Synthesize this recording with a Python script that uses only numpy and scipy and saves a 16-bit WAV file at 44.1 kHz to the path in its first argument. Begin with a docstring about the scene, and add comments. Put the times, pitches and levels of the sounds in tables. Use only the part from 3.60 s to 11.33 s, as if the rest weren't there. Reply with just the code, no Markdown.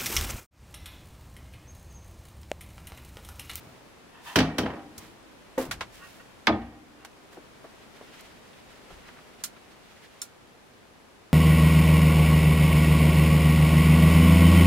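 """Caravan cupboard doors

Two plywood doors under a stove are pushed shut by hand: the left bangs and rebounds, the right shuts in one main knock.
Each blow is shaped noise (crack, clatter) plus decaying sines for the door panel and, faintly, the stove.
Filtered noise makes the hinges, taps, sleeve ticks, rubbing, scuffs and rustle; two dry snaps and a bumped door also ring.
The small furnished cabin answers briefly; a hand-held camera listens over a soft steady rush with a thin whine."""
import sys
import numpy as np
from scipy import signal
from scipy.fft import rfft, irfft, next_fast_len
from scipy.io import wavfile
from scipy.ndimage import uniform_filter1d, map_coordinates

SR = 44100
rng = np.random.default_rng(int(sys.argv[2]) if len(sys.argv) > 2 else 0)


def transcribe(signal):
    """Save signal, clipped to [-1, 1], as a 16-bit WAV file at the path in sys.argv[1]."""
    frames = np.atleast_2d(signal).T
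    limited = np.clip(frames, -1, 1)
    pcm = np.round(limited * 32767).astype(np.int16)
    wavfile.write(sys.argv[1], SR, pcm)


N = 340893
T_S = np.arange(SR) / SR
FREQ_HZ = np.fft.rfftfreq(SR, 1 / SR)
SIDES = np.array([[.5], [-.5]])  # left, right
TOP_HZ = 15850

# All event and mode levels are relative, before the mix gains.
# cabin rush, spectrum shape: (frequency [Hz], density [dB per Hz])
AIR_SPECTRUM = [(15, -42.5), (25, -11), (55, -7.5), (86, -8.5), (144, -6.5), (253, -3.5), (297, -6),
                (399, -5.5), (1270, -12), (1710, -14), (2630, -16.5), (11200, -31), (15500, -38.5)]
# rush level: (time [s], level [dB])
AIR_LEVEL = [(0, -53), (1.8, -52), (3.6, -51.5), (5.5, -51), (6.5, -53.5), (7.7, -54)]
# left-right likeness of the rush: (frequency [Hz], correlation [-])
AIR_ALIKE = [(60, 0.52), (180, 0.08), (550, 0.23), (1650, 0.097), (4970, 0.045), (15000, 0.2)]
# left-right likeness of all other sounds: (frequency [Hz], correlation [-])
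HIT_ALIKE = [(100, 0.99), (400, 0.99), (750, 0.85), (1400, 0.84), (2800, 0.31), (6000, 0.027)]
# balance of all but the air: (frequency [Hz], left minus right [dB])
LEAN = [(100, 1.3), (1400, 0), (2800, -2), (6000, -1), (12000, -4.5)]

# clothes' rustle while turning away: (time [s], level [dB])
RUSTLE_LEVEL = [(4, -67), (4.55, -53.5), (4.85, -62), (5.35, -58), (6.1, -65), (6.43, -58), (6.7, -66)]
RUSTLE_EDGE_HZ, RUSTLE_FALL_DB_PER_OCT = 1860, 9
# hand slides over a door: (peak time [s], rise [s], level [dB], low edge [Hz])
RUBS = [(0, 0.17, -51.5, 101), (.685, 0.045, -47.5, 2200), (1.42, 0.053, -52, 865),
        (2.355, .035, -53, 2000), (2.48, 0.087, -55, 1800), (3.735, .018, -52.5, 700)]
RUB_FALL_PER_RISE, RUB_FALL_DB_PER_OCT = 1.7, 5  # the first is fall time over rise time
# shoes scuff on the floor: (peak time [s], level [dB])
SCUFFS = [(5.463, -53), (5.575, -52.5)]
SCUFF_S, SCUFF_EDGE_HZ, SCUFF_FALL_DB_PER_OCT = 0.025, 1840, 27

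# dull thuds through the floor: (time [s], level [dB], low edge [Hz])
THUDS = [(1.374, -52.5, 90), (2.085, -44, 50), (5.304, -51.5, 35)]
THUD_FALL_DB_PER_OCT, THUD_CUT_HZ, THUD_T60_S = 6.5, 310, 0.99
# soft knocks on the woodwork; the faint bright ones at 4.93 and 5.963 s are ticks of a creasing sleeve:
# (time [s], level [dB], low edge [Hz])
SOFT_TAPS = [(3.77, -37.5, 332), (4.042, -40.5, 540), (4.411, -41, 507), (4.93, -51, 2700),
             (5.304, -41.5, 516), (5.485, -44.5, 1590), (5.963, -49, 2100)]
SOFT_TAP_FALL_DB_PER_OCT, SOFT_TAP_CUT_HZ, SOFT_TAP_T60_S = 12.5, 2800, 0.083
# hard clicks of catch and handle: (time [s], level [dB], low edge [Hz], cut-off [Hz])
CLICKS = [(1.379, -35, 5500, 13000), (2.111, -25.5, 1130, 12000), (2.2078, -26.5, 750, 5200),
          (3.448, -35, 900, 15000), (4.607, -45, 6000, 15000)]
CLICK_FALL_DB_PER_OCT = 5
# ring time at the reference level; it doubles with each doubling step in level
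CLICK_T60_S, CLICK_REF_DB, CLICK_DOUBLING_DB = .105, -25.5, 11
# dry snaps: (time [s], level [dB], low edge [Hz], cut-off [Hz], t60 [s], ring level [dB])
SNAPS = [(5.8377, -26.5, 4850, 13100, 0.1, -37), (6.6167, -34.5, 5660, 10000, 0.12, -35)]
# ring of the small snapping part: (frequency [Hz], level [dB], t60 [s])
SNAP_MODES = [(1403, -10.5, 0.15), (3570, -6, 0.062), (4200, -8, 0.11), (5430, 7, 0.028),
              (5970, -3.5, 0.087), (7240, 8.5, 0.032), (8500, 1, 0.056), (9800, -1, 0.073),
              (13470, -8, .06)]

# bump on the open door: (time [s], level [dB])
BUMPS = [(1.977, -22.5)]
# modes of the open door: (frequency [Hz], level [dB], t60 [s])
OPEN_DOOR_MODES = [(264, -7, 0.25), (306, -9.5, 0.18), (336, -11, 0.33), (396, -6, 0.089),
                   (466, -4.5, 0.19), (533, 1.5, 0.14), (670, -18, .12), (877, -7.5, 0.17),
                   (1160, -15, .14), (1680, -16, 0.1), (1916, -16, 0.11)]
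# left hinge turning: (peak time [s], rise [s], fall [s], level [dB])
LEFT_SWINGS = [(.58, 0.057, 0.067, -54.5), (.68, .025, .07, -41)]
# right hinge turning: (peak time [s], rise [s], fall [s], level [dB])
RIGHT_SWINGS = [(2.44, 0.033, 0.036, -48), (2.602, 0.0071, 0.019, -50), (3.41, 0.018, 0.062, -56.5)]
# left door resonances driven by its hinge: (frequency [Hz], width [Hz], level [dB])
LEFT_HINGE_PEAKS = [(950, 160, -2), (1835, 130, -3.5), (2640, 120, -7), (3150, 110, -10.5), (3540, 37, -7),
                    (4770, 51, -23)]
# right door resonances driven by its hinge: (frequency [Hz], width [Hz], level [dB])
RIGHT_HINGE_PEAKS = [(1110, 39, 1), (1445, 94, -1), (1864, 33, 0), (2740, 60, -4)]

# sheet-metal stove modes: (frequency [Hz], level [dB], t60 [s])
STOVE_MODES = [(232, -41, 1.32), (290, -43, 1.32), (307.3, -51.5, 2.97), (710, -41.5, 0.66),
               (788, -50, 1.37), (1125, -54, 0.8), (1400, -64, .6), (1880, -48, 0.89), (2310, -46, 0.67),
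               (2620, -57.5, 0.84)]
# left panel modes: (frequency [Hz], level [dB], t60 [s])
LEFT_DOOR_MODES = [(69.9, -30, 0.69), (106, -23.5, 0.28), (160.3, -23, 0.42), (205.8, -27, 0.55),
                   (222, -25.5, 0.25), (262.6, -16, 0.27), (293, -20.5, 0.21), (321.3, -20, 0.25),
                   (358, -18.5, 0.094), (411.4, -20.5, 0.25), (494, -29, 0.32), (638, -27, 0.26),
                   (862, -27, 0.15), (1170, -42, .2), (1470, -20.5, 0.073), (1597, -21, 0.048),
                   (3106, -19, 0.05)]
# right panel modes: (frequency [Hz], level [dB], t60 [s])
RIGHT_DOOR_MODES = [(60, -29, 0.58), (95.2, -32, 0.54), (106.5, -21.5, 0.26), (208.5, -18.5, 0.31),
                    (234, -22, 0.44), (308.7, -17.5, 0.26), (335, -16.5, .29), (435, -45, .2),
                    (436, -23.5, 0.2), (555, -19, 0.16), (585, -37, 0.17), (622, -27.5, 0.29),
                    (676, -21.5, 0.25), (728, -33, 0.49), (794, -35.5, 0.64), (915, -39, 0.14),
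                    (1070, -30, 0.22), (1237, -18.5, 0.16), (1555, -22.5, 0.099), (1794, -17.5, 0.12),
                    (2210, -25, 0.069), (2355, -26.5, 0.074), (3410, -23, 0.074)]
# left door and frame clatter, spectrum shape: (frequency [Hz], density [dB per Hz])
LEFT_CLATTER = [(35, -49), (60, -16), (291, -6), (533, -11.5), (869, -14.5), (1120, -17.5), (1590, -15.5),
                (2470, -19), (3050, -16), (3500, -19.5), (5840, -21.5), (6870, -29.5), (15500, -30.5)]
# right door and frame clatter, spectrum shape: (frequency [Hz], density [dB per Hz])
RIGHT_CLATTER = [(35, -29), (60, 2.5), (312, -12), (889, -11.5), (1050, -12), (1230, -13), (1380, -13.5),
                 (1830, -13.5), (2200, -12), (3420, -17.5), (5080, -22), (6710, -33.5), (8470, -39),
                 (15500, -50)]
# wood decay at damping 1: (frequency [Hz], t60 [s])
WOOD_DECAY = [(100, 0.7), (300, 0.1), (700, 0.39), (1500, 0.13), (4000, 0.12), (12000, 0.051)]
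# cabin decay: (frequency [Hz], t60 [s])
CABIN_DECAY = [(100, 1), (400, 0.91), (2000, 0.45), (5000, 0.3), (12000, 0.2)]
# left door meets its frame and bounces:
# (time [s], level [dB], first flight [s], loss per bounce [dB], cut-off kept per bounce [ratio])
LEFT_STRIKES = [(.7575, -14, .029, 4.5, .55), (.9825, -22, 0.05, 9, 0.025)]
# right door meets its frame and bounces:
# (time [s], level [dB], first flight [s], loss per bounce [dB], cut-off kept per bounce [ratio])
RIGHT_STRIKES = [(2.8695, -8.8, .0535, 17.4, 0.054)]
STRIKE_CUT_HZ, FLIGHT_RATIO = 16000, .53  # first contact's cut-off; each flight over the one before
RING_DB_PER_BLOW_DB = .82  # hard blows clatter more than they ring
# left door chatters in its catch: (time [s], first contact level [dB], cut-off [Hz])
LEFT_RATTLE = [(1.0585, -28, 1600)]
# right door chatters in its catch: (time [s], first contact level [dB], cut-off [Hz])
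RIGHT_RATTLE = [(3.014, -39, 3000)]
RATTLE_GAP_S, RATTLE_RISE_S = 0.039, 0.0027
RATTLE_LOSS_DB = 8  # per doubling of the contact count


def amp(db):
    """Decibels to gain."""
    return 10 ** (np.asarray(db) / 20)


def unit(x):
    """Scale to rms 1."""
    return x / np.sqrt(np.mean(x ** 2) + 1e-20)


def along(points, hz):
    """(Hz, value) points read on a log frequency axis."""
    point_hz, values = np.transpose(points)
    return np.interp(np.log(hz + 1), np.log(point_hz + 1), values)


def level_curve(points, t, **ends):
    """Gain over time from (s, dB) points."""
    return amp(np.interp(t, *np.transpose(points), **ends))


def add(out, at_s, x):
    """Mix x into out from at_s."""
    i = max(round(at_s * SR), 0)
    out[:, i:i + x.shape[-1]] += x[..., :N - i]


def filtered(x, gain):
    """x times a gain that depends on frequency."""
    size = next_fast_len(x.shape[-1] + SR // 8)
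    spectrum = rfft(x, size) * gain(np.fft.rfftfreq(size, 1 / SR))
    return irfft(spectrum, size)[..., :x.shape[-1]]


def soft(hz, cut_hz):
    """A soft contact loses 12 dB an octave above its cut-off."""
    return (1 + (hz / cut_hz) ** 4) ** -.5


def hump(hz, edge_hz, fall_db):
    """A steep rise to an edge, then a steady fall of fall_db per octave."""
    rise = soft(edge_hz, hz + 1)
    return rise * amp(fall_db * np.log2(soft(hz, edge_hz)) / 2)


def fade(t60_s, t=T_S):
    """Exponential decay by 60 dB in t60_s."""
    return np.exp(-np.log(1000) * t / t60_s)


def pair(alike, size):
    """White noise at two microphones with a set correlation per frequency."""
    def mid_side(hz):
        angle = np.arccos(np.clip(along(alike, hz), -1, 1)) / 2
        return np.array([np.cos(angle), np.sin(angle)])
    mid, side = filtered(rng.standard_normal((2, size)), mid_side)
    return np.array([mid + side, mid - side])


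def coloured(x, gain):
    """Minimum-phase colouring of a burst of up to 1 s; keeps the power of white noise."""
    cepstrum = irfft(np.log(np.maximum(unit(gain), 1e-5)))
    fold = np.r_[1, np.full(SR // 2 - 1, 2), np.zeros(SR // 2)]  # makes it causal
    return irfft(rfft(x, SR) * np.exp(rfft(cepstrum * fold)))


def ring(modes, swell_cycles, scatter_db, wander_rad=0.7):
    """Decaying modes swell over some cycles; high ones reach the two microphones out of step."""
    out = np.zeros((2, SR))
    draws = rng.standard_normal((len(modes), 2))
    for (hz, db, t60_s), (size, skew) in zip(modes, draws):
        t = T_S[T_S < t60_s]
        unlike = np.sqrt(1 - np.clip(along(HIT_ALIKE, hz), 0, 1))
        shift = skew * unlike * np.array([[1], [-1]])
        swell = 1 - np.exp(-t * hz / swell_cycles)
        # loose joints make the phase wander, which roughens each line
        drift = np.interp(t, np.linspace(0, 1, 60), rng.standard_normal(60))
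        phase = rng.uniform(0, 2 * np.pi) + wander_rad * drift
        tone = np.sin(2 * np.pi * hz * t + shift + phase)
        out[:, :len(t)] += amp(db + scatter_db * size) * swell * fade(t60_s, t) * tone
    return out


def tick(gain, t60_s, direct, rise_s=0.00079):
    """A tiny contact: a direct spike, then dense reflections building up from the close walls."""
    t = T_S[T_S < t60_s]
    x = pair(HIT_ALIKE, len(t)) * fade(t60_s, t) * (1 - np.exp(-t / rise_s))
    x[:, 0] += direct
    return coloured(x, gain)


def stroke(peak_s, rise_s, fall_s, gain, grain_db, grain_hz=300):
    """Start time and sound of one swell of friction, its level uneven at the grain rate."""
    t = np.arange(max(peak_s - 3 * rise_s, 0), peak_s + 3 * fall_s, 1 / SR)
    uneven = map_coordinates(rng.standard_normal(len(t)), [(t - t[0]) * grain_hz], mode="mirror")
    hiss = unit(filtered(amp(grain_db * uneven) * pair(HIT_ALIKE, len(t)), gain))
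    swell = np.exp(-((t - peak_s) / np.where(t < peak_s, rise_s, fall_s)) ** 2)
    return t[0], swell * hiss


def air(whine_hz=11041, whine_db=-82):
    """Steady noise rush in the cabin and the camera's thin electronic whine, a sine."""
    t = np.arange(N) / SR
    rush = unit(filtered(pair(AIR_ALIKE, N), lambda hz: amp(along(AIR_SPECTRUM, hz))))
    whine = unit(np.sin(2 * np.pi * whine_hz * t))
    return level_curve(AIR_LEVEL, t) * rush + amp(whine_db) * whine


def rustle(fold_db=3.0, folds_per_s=35):
    """Clothes rustle in small uneven catches as the body turns."""
    t = np.arange(N) / SR
    uneven = map_coordinates(rng.standard_normal(SR // 8), [t * folds_per_s], mode="mirror")
    hiss = filtered(pair(HIT_ALIKE, N), lambda hz: hump(hz, RUSTLE_EDGE_HZ, RUSTLE_FALL_DB_PER_OCT))
    cloth = unit(amp(fold_db * uneven) * hiss)
    return level_curve(RUSTLE_LEVEL, t, left=-np.inf, right=-np.inf) * cloth


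def rubs():
    """Friction noise as a hand slides over the woodwork and shoes scuff the floor."""
    out = np.zeros((2, N))
    for peak_s, rise_s, db, edge_hz in RUBS:
        start_s, hiss = stroke(peak_s, rise_s, RUB_FALL_PER_RISE * rise_s,
                               lambda hz: hump(hz, edge_hz, RUB_FALL_DB_PER_OCT), grain_db=1.5)
        add(out, start_s, amp(db) * hiss)
    for peak_s, db in SCUFFS:
        start_s, hiss = stroke(peak_s, SCUFF_S, SCUFF_S,
                               lambda hz: hump(hz, SCUFF_EDGE_HZ, SCUFF_FALL_DB_PER_OCT), grain_db=5.5)
        add(out, start_s, amp(db) * hiss)
    return out


def taps():
    """Hard clicks ring longer the harder they are; thuds share one softness and decay, as do soft taps."""
    out = np.zeros((2, N))
    for at_s, db, edge_hz in THUDS:
        gain = hump(FREQ_HZ, edge_hz, THUD_FALL_DB_PER_OCT) * soft(FREQ_HZ, THUD_CUT_HZ)
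        add(out, at_s, amp(db) * tick(gain, THUD_T60_S, direct=1))
    for at_s, db, edge_hz in SOFT_TAPS:
        gain = hump(FREQ_HZ, edge_hz, SOFT_TAP_FALL_DB_PER_OCT) * soft(FREQ_HZ, SOFT_TAP_CUT_HZ)
        add(out, at_s, amp(db) * tick(gain, SOFT_TAP_T60_S, direct=1))
    for at_s, db, edge_hz, cut_hz in CLICKS:
        t60_s = min(CLICK_T60_S * 2 ** ((db - CLICK_REF_DB) / CLICK_DOUBLING_DB), 1)
        gain = hump(FREQ_HZ, edge_hz, CLICK_FALL_DB_PER_OCT) * soft(FREQ_HZ, cut_hz)
        add(out, at_s, amp(db) * tick(gain, t60_s, direct=0.87))
    return out


def snaps():
    """Something small and hard snaps twice, with a short bright ring."""
    out = np.zeros((2, N))
    for at_s, db, edge_hz, cut_hz, t60_s, ring_db in SNAPS:
        bright = hump(FREQ_HZ, edge_hz, fall_db=5.0)
        body = amp(-7.5) * hump(FREQ_HZ, edge_hz=1350, fall_db=16)
        snap = tick((bright + body) * soft(FREQ_HZ, cut_hz), t60_s, direct=2.4)
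        tail = ring(SNAP_MODES, swell_cycles=1.9, scatter_db=1.5)
        add(out, at_s, amp(db) * snap + amp(ring_db) * tail)
    return out


def bump(knock_db=-8.5, thud_db=-21, scrape_db=-15):
    """The open door is bumped: it knocks, rings hollow, shakes its frame and scrapes briefly."""
    out = np.zeros((2, N))
    for at_s, db in BUMPS:
        knock_gain = hump(FREQ_HZ, edge_hz=470, fall_db=9) * soft(FREQ_HZ, cut_hz=3400)
        knock = tick(knock_gain, t60_s=0.36, direct=0.86)
        thud = tick(soft(FREQ_HZ, THUD_CUT_HZ), THUD_T60_S, direct=1)
        hollow = ring(OPEN_DOOR_MODES, swell_cycles=0.79, scatter_db=1.5)
        add(out, at_s, amp(db) * (hollow + amp(knock_db) * knock + amp(thud_db) * thud))
        start_s, scrape = stroke(at_s + .006, rise_s=.003, fall_s=0.064,
                                 gain=lambda hz: hump(hz, edge_hz=970, fall_db=2.5), grain_db=2.5)
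        add(out, start_s, amp(db + scrape_db) * scrape)
    return out


def hinge(swings, peaks):
    """A dry hinge grinds: friction noise through the resonances of its door."""
    def body(hz):
        total = 0
        for k, (centre_hz, width_hz, db) in enumerate(peaks):
            damping = 1j * hz * width_hz
            total = total + (-1) ** k * amp(db) * damping / (centre_hz ** 2 - hz ** 2 + damping)
        return total
    out = np.zeros((2, N))
    for peak_s, rise_s, fall_s, db in swings:
        start_s, grind = stroke(peak_s, rise_s, fall_s, body, grain_db=1)
        add(out, start_s, amp(db) * grind)
    return out


def stove():
    """The loose sheet metal of the stove shivers on after a blow."""
    return ring(STOVE_MODES, swell_cycles=6, scatter_db=1, wander_rad=1.1)


def clatter(gain, damping, cabin_db):
    """Crowded wood modes as noise that fades band by band, over a weak cabin tail."""
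    hz, t, bands = signal.stft(pair(HIT_ALIKE, SR), SR, nperseg=256)
    wood = fade(along(WOOD_DECAY, hz)[:, None] / damping, t)
    cabin = amp(cabin_db) * fade(along(CABIN_DECAY, hz)[:, None], t)
    _, burst = signal.istft(bands * np.hypot(wood, cabin), SR, nperseg=256)
    return coloured(burst[:, :SR], gain)


def bounces(strikes, rise_s, ring_db, count=3):
    """Blows (s, dB, cut-off Hz, rise s, ring dB) of a bouncing door: each comes sooner, weaker and duller."""
    blows = []
    for at_s, db, flight_s, loss_db, kept in strikes:
        for k in range(count):
            blow_db = db - loss_db * k
            cut_hz = STRIKE_CUT_HZ * kept ** k
            blows.append((at_s, blow_db, cut_hz, rise_s, RING_DB_PER_BLOW_DB * blow_db + ring_db))
            at_s += flight_s * FLIGHT_RATIO ** k
    return blows


def rattle(starts, ring_db, unevenness=0.28, count=5):
    """Dull blows at uneven gaps that die away as the door settles."""
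    blows = []
    for at_s, db, cut_hz in starts:
        for k, chance in enumerate(rng.uniform(-1, 1, count)):
            blow_db = db - RATTLE_LOSS_DB * np.log2(1 + k)
            blows.append((at_s, blow_db, cut_hz, RATTLE_RISE_S, blow_db + ring_db))
            at_s += RATTLE_GAP_S * (1 + unevenness * chance)
    return blows


def door(blows, modes, spectrum, damping, cabin_db, bass_edge_hz, swell_cycles, stove_db,
         bass_lag_s, slow_hz, crack_db, crack_s):
    """Each blow cracks, clatters in the frame, rings the panel and shakes the stove."""
    out = np.zeros((2, N))
    # in the bass the panel's separate modes take over from the clatter
    colour = amp(along(spectrum, FREQ_HZ)) * FREQ_HZ / np.hypot(FREQ_HZ, bass_edge_hz)
    # contact and nearest reflections stand crack_db above the clatter that follows
    crack = amp(crack_db * (np.exp(-(T_S / crack_s) ** 2) - 1))
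    for at_s, db, cut_hz, rise_s, ring_db in blows:
        noise = clatter(colour * soft(FREQ_HZ, cut_hz), damping, cabin_db)
        add(out, at_s, amp(db) * crack * (1 - np.exp(-T_S / rise_s)) * noise)
        panel = ring(modes, swell_cycles, scatter_db=.5)
        add(out, at_s, amp(ring_db) * (panel + amp(stove_db) * stove()))
    # slow bending waves: towards the bass the delay grows to bass_lag_s, mostly below slow_hz
    return filtered(out, lambda hz: np.exp(-2j * np.pi * bass_lag_s * slow_hz * np.arctan(hz / slow_hz)))


def scene(right_lead_s=.00005):
    """Doors, reaching the right side first, and small sounds over the cabin's air."""
    left_blows = bounces(LEFT_STRIKES, rise_s=0.0018, ring_db=7.5) + rattle(LEFT_RATTLE, ring_db=0)
    right_blows = bounces(RIGHT_STRIKES, rise_s=0.00024, ring_db=11.5) + rattle(RIGHT_RATTLE, ring_db=8)
    left = door(left_blows, LEFT_DOOR_MODES, LEFT_CLATTER, damping=1.0, cabin_db=-10.5,
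                bass_edge_hz=830, swell_cycles=0.88, stove_db=7.0,
                bass_lag_s=0.00373, slow_hz=303.0, crack_db=5.5, crack_s=0.0081)
    right = door(right_blows, RIGHT_DOOR_MODES, RIGHT_CLATTER, damping=1.25, cabin_db=-19.0,
                 bass_edge_hz=450, swell_cycles=3.7, stove_db=0.0,
                 bass_lag_s=0.00548, slow_hz=910, crack_db=1.0, crack_s=.012)
    hinges = hinge(LEFT_SWINGS, LEFT_HINGE_PEAKS) + hinge(RIGHT_SWINGS, RIGHT_HINGE_PEAKS)
    doors = amp(3.0) * left + amp(-1.5) * right + hinges
    doors = filtered(doors, lambda hz: np.exp(-2j * np.pi * hz * right_lead_s * SIDES))
    near = doors + taps() + bump() + snaps() + rubs() + rustle()
    near = filtered(near, lambda hz: amp(along(LEAN, hz) * SIDES))
    return near + air() * amp(0.92 * SIDES)


def record(dry, limit_db=-6.5, recovery_db_per_s=7, duck_ratio=.7):
    """The camera ducks its gain on loud peaks, recovers slowly and keeps nothing above its band limit."""
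    over_db = np.maximum(20 * np.log10(np.abs(dry).max(axis=0) + 1e-9) - limit_db, 0)
    # held peak excess, falling at recovery_db_per_s before duck_ratio scales it
    recovery_db = recovery_db_per_s * np.arange(N) / SR
    held_db = np.maximum.accumulate(over_db + recovery_db) - recovery_db
    duck_db = duck_ratio * uniform_filter1d(held_db, size=128)
    return filtered(dry * amp(-duck_db), lambda hz: np.clip((TOP_HZ - hz) / 200 + .5, 0, 1))


dry = scene()
out = record(dry)
transcribe(out)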